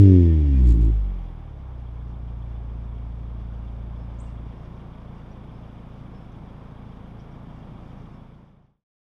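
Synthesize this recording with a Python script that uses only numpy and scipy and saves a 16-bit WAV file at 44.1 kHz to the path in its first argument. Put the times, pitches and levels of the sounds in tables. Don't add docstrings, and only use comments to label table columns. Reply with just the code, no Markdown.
import sys
import numpy as np
from scipy import signal
from scipy.fft import rfft, irfft, next_fast_len
from scipy.io import wavfile

SR = 44100
rng = np.random.default_rng(int(sys.argv[2]) if len(sys.argv) > 2 else 0)


def to_linear_factor(level_db):
    exponent = np.asarray(level_db, float) / 20
    return 10 ** exponent


def to_wav(sig):
    pcm = np.clip(np.atleast_2d(sig), -1, 1) * 32767
    pcm = np.round(pcm).astype(np.int16)
    wavfile.write(sys.argv[1], SR, pcm.T)


N = 402625

# frequency [Hz], gain [dB].
PIPE = [(120, -10), (215, -12), (290, 0), (345, -2), (400, -14), (500, -25), (580, -24), (660, -48),
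        (900, -64)]
# start_s, attack_s, end_s, release_s
BURBLE = (0.45, .17, .9, 0.033)
MISFIRE = (.722, .03, .79, .03)
WARM_UP = (2.2, 2.4)  # start_s, length_s
BURNT_OFF_S = .93
BOOM_DB, BOOM_HZ = -13, 57
TOP_HZ = 12900


def unit(x):
    return x / np.sqrt(np.mean(x ** 2) + 1e-20)


def along(points, hz):
    f, v = np.transpose(points)
    return np.interp(np.log(hz + 1), np.log(f + 1), v)


def curve(points):
    s, v = np.transpose(points)
    return np.interp(np.arange(N) / SR, s, v)


def wobble(knots_per_s):
    knots = rng.standard_normal(int(N * knots_per_s / SR) + 4)
    return np.interp(np.arange(N) * (knots_per_s / SR), np.arange(len(knots)), knots)


def ramp(start_s, length_s):
    return np.clip((np.arange(N) / SR - start_s) / length_s, 0, 1)


def gate(start_s, attack_s, end_s, release_s):
    return np.minimum(ramp(start_s, attack_s), 1 - ramp(end_s, release_s))


def both(a_db, b_db):
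    per_db = np.log(10) / 10
    return np.logaddexp(a_db * per_db, b_db * per_db) / per_db


def filtered(x, response):
    m = next_fast_len(N + SR // 2)
    return irfft(rfft(x, m) * response(np.fft.rfftfreq(m, 1 / SR)), m)[:N]


def rattle(x, modes):
    def response(f):
        return np.sqrt(sum(to_linear_factor(2 * db) / (1 + ((f - c) / w * 2) ** 2) ** 1.7 for c, w, db in modes))
    return unit(filtered(x, response))


def puffs(turn, depth_db):
    return to_linear_factor(depth_db * np.cos(turn)) * rng.standard_normal(N)


def order(k, turn, skew, lead):
    return np.sqrt(2) * np.cos(k * turn + skew * (k - 1) + lead * (k > 1))


def engine_speed():
    # time [s], firing rate [firings per s].
    speed = [(0, 101.24), (.13, 92.64), (.28, 82.88), (.5, 69.61), (.72, 57.39), (.77, 56.69), (.84, 55.22),
             (.87, 55.11), (.93, 52.55), (.98, 51.88), (1.15, 45.26), (1.35, 38.92), (1.55, 33.66),
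             (1.75, 30.57), (1.9, 29.23), (3, 28.5), (4.4, 28.7), (6.5, 28.1)]
    return curve(speed)


def engine_load():
    # time [s], load [dB].
    load = [
        (1, -6.5),
        (1.5, -3.5),
        (1.9, -2.5),
        (2.6, -0.5),
        (4.49, -3.5),
        (4.54, -10.5),
        (5.4, -14),
        (8, -17),
    ]
    return curve(load)


def silencer_db(hz, hot=0):
    # frequency [Hz], width [Hz], gain [dB].
    resonances = [(56.9, 11.5, 1.9), (110.9, 23.5, 1.6), (188.2, 20.2, .8), (270.4, 23.9, 7.7),
                  (355, 55.5, 7.8)]
    notch_hz, notch_width_hz, notch_db = 214, 10, -16
    f = np.arange(20, 440.)
    passed = 0
    for i, (c, w, db) in enumerate(resonances):
        passed = passed + (-1) ** i * to_linear_factor(db) * 1j * f * w / (c * c - f * f + 1j * f * w)
    notch = np.exp(-((hz - notch_hz) / notch_width_hz) ** 2)
    return np.interp(hz, f, 20 * np.log10(np.abs(passed))) + hot * notch_db * notch


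def low_orders(rate, load_db):
    # time [s], level [dB].
    pumping = [(0, -8), (.3, -11.5), (.5, -14.5), (.72, -14.5), (.9, -17.5), (1.1, -20), (1.5, -30),
               (2.1, -62)]
    # pumping [dB], loss once fuel is burnt off [dB], change in misfire [dB],
    # idle level [dB], share of load followed [ratio].
    order_law = [(0.5, 0.5, -4.5, -48.5, 0.053), (-11.5, -12, -2, -31.9, 1.0), (-15, -10, 4.7, -47.5, .55),
                 (-22.5, -12, 7, -40, 0.49)]
    idle_hz = 28.6
    pumping_db = curve(pumping)
    burnt = ramp(BURNT_OFF_S, .05)
    stumble = gate(*MISFIRE)
    hot = 1 - ramp(*BURBLE[:2])
    levels_db = []
    for k, (db, loss_db, slip_db, idle_db, share) in enumerate(order_law, 1):
        coast_db = pumping_db + db + loss_db * burnt + slip_db * stumble
        firing_db = idle_db + share * load_db - silencer_db(k * idle_hz)
        levels_db.append(silencer_db(k * rate, hot) + both(coast_db, firing_db))
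    return levels_db


def exhaust_pulse(rate, turn, low_db):
    # firing rate [firings per s], skew [rad per order], lead of overtones [rad].
    shape = [(30.1, 4.99, -.7), (31.7, 5.6, -2.5), (36, 4.58, -1.6), (42, 3.14, 0), (47, 3.14, 0),
             (52, 3.14, 1.4), (82, 3.14, 1.6), (88, 3.14, 1), (101, 3.14, .7)]
    speeds, skews, leads = np.transpose(shape)
    skew = np.interp(rate, speeds, skews)
    lead = np.interp(rate, speeds, leads) - 3.4 * gate(.722, .02, .79, .02)
    low = sum(to_linear_factor(db + .5 * wobble(9)) * order(k, turn, skew, lead) for k, db in enumerate(low_db, 1))

    edge = 0
    for k in range(5, 8):
        order_db = along(PIPE, k * rate) + 2 * wobble(25) - 2.5 * (k - 5)
        edge = edge + to_linear_factor(order_db) * order(k, turn, skew, lead)
    unequal = sum(to_linear_factor(3 * wobble(15) - 26) * order(k + .5, turn, skew, lead) for k in range(1, 5))

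    start_db, fall_db_per_s2, burble_db, after_db = -17.5, 95.5, -30.5, -61
    t = np.arange(N) / SR
    rev_db = start_db - fall_db_per_s2 * t ** 2
    pop_db = after_db - 20 * np.abs(t - BURNT_OFF_S) + (burble_db - after_db) * gate(*BURBLE)
    return low + to_linear_factor(both(rev_db, pop_db)) * (edge + unequal)


def exhaust_rasp(turn):
    start_db, burble_db, after_db, fall_db_per_s = -45, -38, -58, 20
    burnt = ramp(*BURBLE[2:])
    before_db = start_db + (burble_db - start_db) * gate(*BURBLE)
    dying_db = after_db - fall_db_per_s * np.abs(np.arange(N) / SR - BURNT_OFF_S)
    level_db = before_db * (1 - burnt) + dying_db * burnt
    response = [(25, -30.0), (60, -8)] + PIPE
    return to_linear_factor(level_db) * unit(filtered(puffs(turn, depth_db=8), lambda hz: to_linear_factor(along(response, hz))))


def idle_beat(turn, rate, load_db):
    # order [firing-rate multiple], level [dB].
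    lope = [(3.25, -18.5), (3.75, -25), (4.5, -25), (5, -2.5), (5.25, -23), (5.5, -6), (6, -7),
            (6.5, -14.5), (7, -4), (7.5, -13.5), (8, -10), (9, -8), (10, -18.5), (10.5, -18), (12, -18.5)]
    speeds, skews, _ = np.transpose([(30.1, 4.99, -.7), (31.7, 5.6, -2.5), (36, 4.58, -1.6), (42, 3.14, 0),
                                     (47, 3.14, 0), (52, 3.14, 1.4), (82, 3.14, 1.6), (88, 3.14, 1),
                                     (101, 3.14, .7)])
    skew = np.interp(rate, speeds, skews)
    beat = 0
    for k, db in lope:
        if k % 1 == 0:
            phase = np.pi * (k >= 6) - 1.3
        else:
            phase = 2 * np.pi * rng.random()
        beat = beat + to_linear_factor(db + 1.6 * wobble(5)) * order(k, turn, skew, phase + .3 * wobble(7))
    catch_start_s, catch_rise_s = 1.48, 0.71
    return to_linear_factor(-49.5 - .13 * load_db - 8 * (1 - ramp(catch_start_s, catch_rise_s))) * beat


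def gas_rush(turn):
    # frequency [Hz], gain [dB].
    gas_colour = [(8, -15.5), (20, -7.5), (45, -11), (90, -6), (150, -3.5), (260, -12), (337, -12.5),
                  (1090, -17.5), (1700, -30), (2210, -46.5), (3740, -120)]
    level_db = -46.5 - 2 * (1 - ramp(*WARM_UP)) + gate(*BURBLE) - gate(*MISFIRE)
    noise = puffs(turn + 1.2, depth_db=0.0) * to_linear_factor(0.53 * wobble(22))
    return to_linear_factor(level_db) * unit(filtered(noise, lambda hz: to_linear_factor(along(gas_colour, hz))))


def metal_buzz(rate, turn, boom_db):
    # frequency [Hz], gain [dB].
    metal_colour = [(820, -24.5), (1400, -10), (2080, -5), (2290, -2.5), (2660, -9.5), (3440, -6.5),
                    (4270, -21.5), (4810, -18.5), (7130, -30.5), (12300, -31.5), (12900, -40.5),
                    (13300, -54.5), (14800, -53.5)]
    # frequency [Hz], width [Hz], gain [dB].
    panel_modes = [(1640, 13, -3), (1810, 49, 5), (2470, 35, -4), (2785, 47, 6), (3490, 550, -9.5),
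                   (4560, 110, -8.5), (5300, 1900, -11)]
    start_db, db_per_octave, from_hz, warm_db, per_boom = -68.5, 9, 33.9, 2.5, 0.88
    near = np.exp(-((rate - BOOM_HZ) / 6) ** 2)
    level_db = start_db + db_per_octave * np.log2(np.maximum(rate / from_hz, 1))
    level_db = level_db + warm_db * ramp(*WARM_UP) + per_boom * near * (boom_db - BOOM_DB + 4)
    metal = unit(filtered(puffs(turn, depth_db=1.0),
                          lambda hz: to_linear_factor(along(metal_colour, hz) - 18 * (hz > TOP_HZ))))
    panels = rattle(puffs(turn + 2.2, depth_db=2) * to_linear_factor(3.2 * wobble(20)), panel_modes)
    panels_db = 1.51 * np.maximum(level_db + 67, 0) - 77.0
    return to_linear_factor(level_db + 1.17) * metal + to_linear_factor(panels_db) * panels


def shield_rattle(rate, turn, boom_db):
    # frequency [Hz], width [Hz], gain [dB].
    shield_modes = [(5700, 200, -11), (7000, 330, -4), (7800, 200, -9), (8150, 260, -8), (8650, 200, -12),
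                    (4200, 1500, -9), (10500, 5000, -21)]
    start_db, per_boom, db_per_hz, idle_db = -65, 1.7, .19, -86.7
    boom_part_db = start_db + per_boom * (boom_db - BOOM_DB) - db_per_hz * np.maximum(rate - BOOM_HZ, 0)
    level_db = 1.68 * np.maximum(both(boom_part_db, idle_db) + 86.5, 0) - 96.5
    return to_linear_factor(level_db) * rattle(puffs(turn + 2.2, depth_db=7) * to_linear_factor(2.5 * wobble(40)), shield_modes)


def ticks(cycle, sharp, hz, width_hz):
    strikes = np.exp(sharp * (np.cos(cycle) - 1)) * to_linear_factor(1.8 * wobble(9))
    return unit(filtered(strikes * rng.standard_normal(N),
                         lambda f: (f < TOP_HZ) / (1 + ((f - hz) / width_hz) ** 4)))


def valve_gear(turn):
    valve_s, injector_s = 2.147, 3.42
    valve = ticks((turn - turn[round(valve_s * SR)]) / 4, 11, 3300, 320)
    injector = ticks((turn - turn[round(injector_s * SR)]) / 2, 30, 10800, 2200)
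    return to_linear_factor(-78) * valve + to_linear_factor(-97.0) * injector


def fan_whine():
    whine = np.sin(2 * np.pi * np.cumsum(798 + 2.8 * wobble(6)) / SR)
    return to_linear_factor(20 * gate(.2, .3, 1.55, .2) - 81.5 + 2.3 * wobble(19)) * whine


def singing_panels():
    # start [s], length [s], frequency [Hz], level [dB].
    tones = [
        (.1, 0.12, 2196, -58),
        (.26, 0.11, 1810, -54.5),
        (.5, 0.11, 2410, -57.5),
        (.49, 0.13, 1900, -65),
        (.53, 0.075, 1640, -65),
        (.78, 0.1, 1640, -69),
        (.95, .5, 11550, -90),
    ]
    out = np.zeros(N)
    waver = wobble(60)
    for s, length_s, hz, db in tones:
        start = round(s * SR)
        part = waver[start:][:round(length_s * SR)]
        tone = np.sin(2 * np.pi * np.cumsum(hz + 14 * part) / SR)
        out[start:][:len(part)] += to_linear_factor(db + 3 * part) * np.hanning(len(part)) * tone
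    return out


def birds():
    # start [s], length [s], start pitch [Hz], end pitch [Hz], level [dB].
    calls = [(4.185, 0.029, 5460, 8600, -63), (4.198, .026, 5560, 8740, -55),
             (3.988, 0.076, 5220, 5300, -73), (4.57, .04, 5460, 5170, -75), (5.31, .03, 5470, 5840, -71),
             (5.531, 0.057, 4970, 5330, -74), (6.143, 0.057, 5290, 5300, -69),
             (6.316, .02, 5340, 6300, -73), (7.193, 0.025, 4700, 5850, -65.5),
             (7.31, 0.026, 5000, 5800, -74), (8.123, .06, 5180, 5300, -73)]
    direct = np.zeros(N)
    flutter = wobble(600)
    for s, length_s, start_hz, end_hz, db in calls:
        start = round(s * SR)
        u = np.arange(round(length_s * SR)) / (length_s * SR)
        hz = end_hz + (start_hz - end_hz) * (1 - u) ** 2.5
        hz = hz + 100 * (db < -64) * flutter[start:][:len(u)]
        call = np.sin(np.pi * u ** 0.69) * np.sin(2 * np.pi * np.cumsum(hz) / SR)
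        direct[start:][:len(u)] += to_linear_factor(db) * call
    t = np.arange(SR // 3) / SR
    tail = rng.standard_normal(len(t)) * to_linear_factor(-60 * t / .4) * (t > .02)
    return direct + to_linear_factor(-8.5) * signal.fftconvolve(direct, tail / np.linalg.norm(tail))[:N]


def scene():
    rate, load_db = engine_speed(), engine_load()
    turn = 2 * np.pi * np.cumsum(rate) / SR - 1.1
    low_db = low_orders(rate, load_db)
    boom_db = low_db[0]
    exhaust = exhaust_pulse(rate, turn, low_db) + exhaust_rasp(turn) + idle_beat(turn, rate, load_db)
    metal = metal_buzz(rate, turn, boom_db) + shield_rattle(rate, turn, boom_db) + singing_panels()
    mix = exhaust + gas_rush(turn) + metal + valve_gear(turn) + fan_whine() + birds()
    return mix[None]


def low_pass(x):
    return signal.sosfilt(signal.butter(12, 14960, fs=SR, output="sos"), x)


def record(dry):
    fade_s, fade_length_s = 7.867, 1
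    fade = np.cos(np.pi / 2 * ramp(fade_s, fade_length_s)) ** 2.03
    return low_pass(dry * fade)


dry = scene()
out = record(dry)
to_wav(out)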